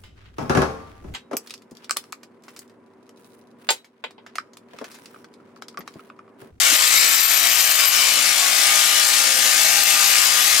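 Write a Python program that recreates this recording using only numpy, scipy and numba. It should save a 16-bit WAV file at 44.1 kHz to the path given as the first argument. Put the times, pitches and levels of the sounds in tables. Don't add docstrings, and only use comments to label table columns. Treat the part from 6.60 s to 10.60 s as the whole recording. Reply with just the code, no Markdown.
import sys
import numpy as np
from scipy import signal
from scipy.fft import rfft, irfft
from scipy.io import wavfile
from scipy.ndimage import uniform_filter1d
from numba import njit

SR = 44100
rng = np.random.default_rng(int(sys.argv[2]) if len(sys.argv) > 2 else 0)


def pcm_store(signal):
    levels = np.round(np.clip(np.atleast_2d(signal), -1, 1) * 32767)
    wavfile.write(sys.argv[1], SR, levels.astype(np.int16).T)


N = 176400
TIME_S = np.arange(N) / SR


def undb(db):
    return 10 ** (np.asarray(db) / 20)


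def unit(x):
    return x / np.sqrt(np.mean(x ** 2))


def bell(x, centre, half_width):
    return np.exp(-((x - centre) / half_width) ** 2)


def curve(rows):
    return np.interp(TIME_S, *np.transpose(rows))


def over_hz(rows):
    hz, values = np.transpose(rows)
    return np.interp(np.log(np.arange(N // 2 + 1) * SR / N + 1), np.log(hz), values)


def colour(x, rows):
    return unit(irfft(rfft(x) * undb(over_hz(rows)), N))


def noise():
    return rng.standard_normal((2, N))


def walk(rate_hz):
    hold = int(SR / rate_hz)
    steps = rng.standard_normal(400)[np.arange(N) // hold]
    return unit(uniform_filter1d(uniform_filter1d(steps, hold), hold))


# (time [s], speed [turns/s])
CRANK_SPEED = [(0, 58.45), (1.3, 58.48), (1.55, 58.35), (2.35, 58.32), (2.75, 58.22), (2.9, 57.9),
               (3.1, 58.38), (3.3, 57.98), (3.49, 57.62), (3.66, 58.15), (3.83, 57.85), (4, 58.15)]


def crank():
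    return np.cumsum(curve(CRANK_SPEED)) / SR


# (crank harmonic [1], level [dB])
HUM_PARTIALS = [(2, -70), (3, -59.5), (5, -57), (6, -58), (8, -58), (9, -51), (10, -53), (11, -48.5),
                (12, -47.5), (13, -52), (14, -49), (15, -54), (16, -52), (19, -44), (21, -40.5), (24, -47),
                (25, -47), (27, -45), (29, -49), (30, -45), (31, -44.5), (33, -43), (37, -43), (38, -43),
                (40, -43), (51, -43.5)]
# (crank harmonic [1], centre [s], half width [s], gain [dB])
HUM_SWELLS = [(3, .68, .1, -13), (3, 1.85, .17, -6), (3, 2.23, .08, 3.5), (3, 3.2, .5, 3),
              (3, 2.5, .14, -16), (9, .26, .1, 5), (9, .65, .25, -9), (9, 1.47, .1, 7), (9, 2.18, .1, -7),
              (9, 2.78, .22, 5), (11, .78, .22, -12), (11, 2.12, .12, 6), (11, 3, .17, 9),
              (12, .78, .15, 5), (12, 1.87, .17, 7), (12, 2.55, .25, -6), (12, 3.07, .11, 7),
              (13, 1.85, .2, 5), (13, 2.37, .15, 9), (13, 2.92, .12, 9), (14, .7, .3, -6),
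              (14, 2.57, .15, 10.5), (14, 3.16, .17, 10), (14, 3.88, .07, 9), (19, 1.83, .07, 6),
              (19, 2.88, .07, 6), (19, 3.55, .35, 4), (21, .23, .08, 5), (21, .62, .22, -10),
              (21, 2.13, .1, 5), (21, 3.45, .45, 4.5), (24, .08, .1, 8), (24, 1.32, .17, 8),
              (24, 2.6, .12, 7), (29, 2.83, .17, 9), (33, .15, .3, 6), (37, 3.05, .12, 7),
              (38, .38, .13, 8), (38, .88, .2, 8), (40, 1.35, .15, 7), (40, 2.2, .18, 6), (51, 1, .8, 5.5)]


def hum(turns, wander_db=1.2, flutter_db=2.8, wander_rad=.45, echo_gain=.5):
    out = np.zeros((2, N))
    for harmonic, db in HUM_PARTIALS:
        swell_db = sum(rise_db * bell(TIME_S, centre_s, half_s)
                       for k, centre_s, half_s, rise_db in HUM_SWELLS if k == harmonic)
        peak = np.sqrt(2) * undb(db + swell_db + wander_db * walk(6.08) + flutter_db * walk(55))
        phase = 2 * np.pi * (harmonic * turns + rng.random()) + wander_rad * walk(9)
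        echo_phase = phase + 2 * np.pi * rng.random() + walk(2.91)
        out[0] += peak * np.sin(phase)
        out[1] += peak * echo_gain * np.sin(echo_phase)
    return out


# (time [s], relative level [dB])
RUMBLE_ENVELOPE = [(0, -54), (.42, -51), (.56, -56), (.68, -63), (.76, -50), (.95, -50), (1.28, -58),
                   (1.6, -45.5), (1.8, -53), (2, -49), (2.27, -48), (2.46, -58), (2.67, -47), (2.82, -46.5),
                   (3.13, -54), (3.4, -47.5), (3.6, -54), (3.87, -48.5), (4, -52)]
# (frequency [Hz], relative gain [dB])
RUMBLE_SPECTRUM = [(25, -40), (60, -27), (110, -14.5), (170, -7.5), (270, 4.5), (330, 0), (400, -14),
                   (520, -2.5), (800, 5.5), (1500, -43)]


def rumble(gain_db=4, wander_db=1):
    band = colour(noise(), RUMBLE_SPECTRUM)
    return band * undb(curve(RUMBLE_ENVELOPE) + gain_db + wander_db * walk(8.2))


# (crank position [turns], relative level [dB])
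CUTTER_KNOCKS = [(.04, -9.5), (.3, -0.5), (.55, -8), (.84, -7.5)]
# (time [s], relative level [dB])
RATTLE_ENVELOPE = [(0, -23), (.16, -24), (.43, -23.8), (.57, -25.8), (.71, -24.5), (.86, -22.8),
                   (1.1, -24.3), (1.24, -22.3), (1.41, -22.7), (1.61, -24.8), (1.9, -24), (2.11, -22.2),
                   (2.46, -24.8), (2.76, -25), (3.01, -23.2), (3.21, -24.3), (3.56, -24.2), (4, -24)]
# (frequency [Hz], relative gain [dB])
RATTLE_SPECTRUM = [(60, -94), (250, -26), (450, -38), (650, -9.5), (1000, -11.5), (1400, -8.5), (1900, -4),
                   (2300, -1.5), (2650, -0.5), (2980, -2), (3250, -3.5), (5000, -3), (7500, -6.5),
                   (11000, -10), (16000, -30)]


def rattle(turns, jitter_s=24e-6, scatter_db=1.3, ring_s=.0023, barn_t60_s=.17, barn_db=13.5, poses=9):
    steel = unit(np.exp(-TIME_S / ring_s))
    barn = unit(np.exp(-TIME_S * np.log(1000) / barn_t60_s))
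    decay = (steel + undb(barn_db) * barn)[:SR // 3]
    cycles, taps, spans = np.arange(240), np.arange(-6, 7), poses - 1
    out = np.zeros((2, 2 * N))
    for position, db in CUTTER_KNOCKS:
        jitter, scatter = rng.standard_normal((len(cycles), 2)).T
        onsets = (np.interp(cycles + position, turns, TIME_S, right=-1) + jitter_s * jitter) * SR
        index = onsets.astype(int)[:, None] + taps
        clicks = np.sinc(index - onsets[:, None]) * undb(db + scatter_db * scatter)[:, None]
        clicks *= index >= 0
        for pose in range(poses):
            fade = np.cos(np.pi / 2 * np.clip(onsets / N * spans - pose, -1, 1))[:, None]
            train = np.bincount(np.clip(index, 0, N - 1).ravel(), (clicks * fade).ravel(), N)
            start, end = max(0, (pose - 1) * N // spans), min(N, (pose + 1) * N // spans)
            response = decay * rng.standard_normal((2, len(decay)))
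            rung = signal.fftconvolve(train[None, start:end], response, axes=1)
            out[:, start:start + rung.shape[1]] += rung
    return colour(out[:, :N], RATTLE_SPECTRUM) * undb(curve(RATTLE_ENVELOPE) + 1.5)


# (time [s], level [dB])
RASP_ENVELOPE = [(0, -19), (.13, -18), (.21, -19), (.45, -19), (.56, -20), (.71, -20), (.81, -19.2),
                 (1.21, -19.7), (1.31, -20), (1.61, -20.2), (2.1, -19.2), (2.5, -19.3), (2.81, -19.3),
                 (2.94, -17.7), (3.16, -18.8), (3.43, -17.8), (3.53, -18.9), (4, -19)]
# (frequency [Hz], relative gain [dB])
RASP_SPECTRUM = [(50, -70), (200, -45), (500, -17), (1000, -10.5), (2200, -0.5), (3400, -2), (4400, 0),
                 (5200, 1), (5800, -1), (6200, 0.5), (6600, -1), (7100, 1.5), (8000, -2), (9700, -3.5),
                 (11000, -8.5), (12500, -5.5), (14500, -12), (15700, -19), (16500, -30)]
# (time [s], level [dB])
COMB_ENVELOPE = [(0, -27), (.4, -28), (.9, -37), (1.4, -47), (1.8, -80), (4, -52)]


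def rasp(turns, depth=.21, peak_turn=.028, scatter_db=.55, flicker_db=.3, comb_hz=7620, width_hz=530):
    swell = unit(1 + depth * np.cos(2 * np.pi * (turns - peak_turn)))
    stroke_db = scatter_db * rng.standard_normal(1000)[(2 * turns).astype(int)]
    strength = undb(stroke_db + flicker_db * walk(18))
    hiss = colour(noise() * swell * strength, RASP_SPECTRUM)
    resonator = signal.iirpeak(comb_hz, comb_hz / width_hz, SR)
    comb = unit(signal.lfilter(*resonator, noise() * swell ** 2))
    return hiss * undb(curve(RASP_ENVELOPE)) + comb * undb(curve(COMB_ENVELOPE))


# (frequency [Hz], centre [s], half width [s], gain [dB])
STEEL_RINGS = [(1450, .05, .15, 4), (1480, 1.32, .18, 5), (2150, 2.1, .07, 2.5), (2900, 3.53, .04, 7),
               (2320, 2.8, .5, -3), (7550, .5, .6, 3), (2980, 1.3, .25, 3), (4950, 1.22, .04, 6),
               (6150, 3.25, .2, 3)]


def steel_resonances(x, depth_db=2, patch_s=.045, patch_hz=120, half_width_hz=140):
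    hz, t, bins = signal.stft(x, SR, nperseg=1024)
    patches = rng.standard_normal(bins.shape[1:])
    for _ in range(2):
        patches = uniform_filter1d(patches, round(patch_hz / hz[1]), axis=0)
        patches = uniform_filter1d(patches, round(patch_s / t[1]), axis=1)
    rings_db = sum(db * bell(hz[:, None], ring_hz, half_width_hz) * bell(t, centre_s, half_s)
                   for ring_hz, centre_s, half_s, db in STEEL_RINGS)
    gain = undb(rings_db) * unit(undb(depth_db * unit(patches)))
    return signal.istft(bins * gain, SR)[1][:, :N]


# (time [s], relative level [dB])
WHISTLE_ENVELOPE = [(0.0, -36), (0.03, -49), (0.36, -30), (0.46, -38), (0.65, -23.5), (0.68, -27),
                    (0.78, -26), (0.8, -31), (1.11, -30), (1.24, -43), (1.28, -21), (1.45, -57), (2.8, -62),
                    (2.83, -36), (2.97, -51), (3.04, -30), (3.09, -39), (3.17, -28), (3.22, -45),
                    (3.24, -28), (3.26, -30), (3.41, -39), (3.48, -26), (3.7, -40), (3.92, -29), (4.0, -47)]
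# (frequency [Hz], relative gain [dB])
WHISTLE_SPECTRUM = [(12300, -77), (12740, -51), (12860, 12), (12980, 12), (13300, 0), (13900, -1),
                    (15500, -40)]


def whistle(gain_db=1.5, flicker_db=2.4):
    band = colour(noise(), WHISTLE_SPECTRUM)
    return band * undb(curve(WHISTLE_ENVELOPE) + gain_db + flicker_db * walk(40))


# (time [s], relative level [dB])
LOUD_SQUEAKS = [(.164, -9), (.284, -11), (.386, -11), (.489, -10), (.522, -12), (.558, -10), (.608, -11),
                (.642, -14), (.659, -9), (.694, -12), (.746, -13), (.797, -11), (.83, -14), (.882, -14),
                (.899, -10), (.914, -13), (.933, -11), (.95, -11), (.984, -13), (1.014, -12), (1.052, -11),
                (1.07, -13), (1.104, -12), (1.121, -11), (1.156, -11), (1.208, -11), (1.258, -9),
                (1.361, -14), (1.412, -13), (1.532, -16), (1.979, -16), (2.47, -17), (3.06, -17),
                (3.18, -17), (3.236, -12), (3.65, -16)]
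# (time [s], relative level [dB])
FAINT_SQUEAK_ENVELOPE = [(0, -26), (.35, -22), (.62, -18), (1.17, -18), (1.5, -27), (2.7, -30), (3.2, -26),
                         (4, -28)]


def squeaks(turns, pitch_hz=14300, fall_hz_per_s=340000, peak_s=.0016, half_s=.002, gain_db=-4.5,
            scatter_db=3, tail_s=.012, tail_db=-1):
    faint_s = np.interp(np.arange(1, int(turns[-1])), turns, TIME_S)
    to_loud_s = np.abs(faint_s[:, None] - np.array(LOUD_SQUEAKS)[:, 0]).min(1)
    faint_s = faint_s[to_loud_s > .009]
    faint_db = curve(FAINT_SQUEAK_ENVELOPE)[(faint_s * SR).astype(int)]
    faint_db += scatter_db * rng.standard_normal(len(faint_s))
    chirps = np.zeros(N)
    for start_s, db in [*zip(faint_s, faint_db), *LOUD_SQUEAKS]:
        onset = int(start_s * SR)
        span = slice(max(0, onset - 400), onset + 600)
        from_peak_s = TIME_S[span] - start_s - peak_s
        hz = pitch_hz + 200 * rng.standard_normal() - fall_hz_per_s * from_peak_s
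        envelope = undb(db + gain_db) * bell(from_peak_s, 0, half_s)
        chirps[span] += envelope * np.sin(2 * np.pi * np.cumsum(hz) / SR)
    tail = (noise() * np.exp(-TIME_S / tail_s))[:, :SR // 10]
    tail *= undb(tail_db) / np.linalg.norm(tail[0])
    return chirps + signal.fftconvolve(chirps[None], tail, axes=1)[:, :N]


# (frequency [Hz], relative level [dB], T60 [s])
BOARD_MODES = [(160, -12, .18), (235, -6, 0.13), (284, 3.5, 0.11), (330, 1.5, 0.11)]


def thump(start_s=.109, push_s=.0098, gain_db=-30.5):
    age_s = np.maximum(TIME_S - start_s, 0)
    push = 1 - bell(age_s, 0, push_s)
    modes = sum(undb(db + gain_db) * np.sin(2 * np.pi * hz * age_s) * undb(-60 * age_s / t60_s)
                for hz, db, t60_s in BOARD_MODES)
    return push * modes


# (centre [s], half width [s], level [dB])
FLOOR_SHUFFLES = [(1.193, .025, -66), (1.93, .08, -58), (3.1, .025, -61), (3.67, .05, -60)]
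# (frequency [Hz], relative gain [dB])
SHUFFLE_SPECTRUM = [(20, -10), (60, 2), (100, 0), (200, -19)]


def shuffles():
    envelope = sum(undb(db) * bell(TIME_S, centre_s, half_s) for centre_s, half_s, db in FLOOR_SHUFFLES)
    return colour(noise(), SHUFFLE_SPECTRUM) * envelope


# (frequency [Hz], left-right coherence [1])
COHERENCE = [(40, .65), (130, .94), (290, .86), (640, .8), (1300, .72), (3100, .52), (7000, .47),
             (15000, .45)]
# (frequency [Hz], left over right [dB])
BALANCE = [(60, 10), (110, -1), (200, 0), (380, -0.5), (700, 0.5), (1290, 3), (2380, 5), (4400, 8.0),
           (8120, 10.5), (15000, 12)]
# (frequency [Hz], phase lag of right [rad])
RIGHT_LAG = [(0, 0), (430, -0.6), (1210, -1.34), (3010, -0.88), (4910, -0.58), (7060, -.95), (10000, -0.19),
             (13800, -1.6)]


def microphones(paths):
    first, second = rfft(paths)
    coherence = over_hz(COHERENCE)
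    right_gain = undb(-over_hz(BALANCE))
    shared = right_gain * coherence * np.exp(-1j * over_hz(RIGHT_LAG))
    own = right_gain * np.sqrt(1 - coherence ** 2)
    mid_gain = np.hypot(np.abs(1 + shared), own) / 2
    return irfft(np.array([first, shared * first + own * second]) / mid_gain, N)


def scene():
    turns = crank()
    drive = hum(turns) + rumble()
    steel = steel_resonances(rattle(turns) + rasp(turns))
    blades = whistle() + squeaks(turns)
    return microphones(drive + steel + blades + thump() + shuffles())


@njit
def follow(x, release):
    out, held = np.empty(len(x)), 0.
    for i in range(len(x)):
        held = max(x[i], held * release)
        out[i] = held
    return out


def record(dry, threshold_db=-6, treble_db=10, release_s=.07, slope=.7, ceiling=.85, top_hz=15850):
    treble = signal.sosfilt(signal.butter(4, 13000, "high", fs=SR, output="sos"), dry[0])
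    power = uniform_filter1d(dry[0] ** 2 + (undb(treble_db) * treble) ** 2, size=128, origin=63)
    level = follow(np.sqrt(np.abs(power)), np.exp(-1 / (release_s * SR)))
    gain = np.maximum(level / undb(threshold_db), 1) ** -slope
    lowpass = signal.ellip(10, .2, 80, top_hz, fs=SR, output="sos")
    return signal.sosfilt(lowpass, np.clip(dry * gain, -ceiling, ceiling))


dry = scene()
out = record(dry)
pcm_store(out)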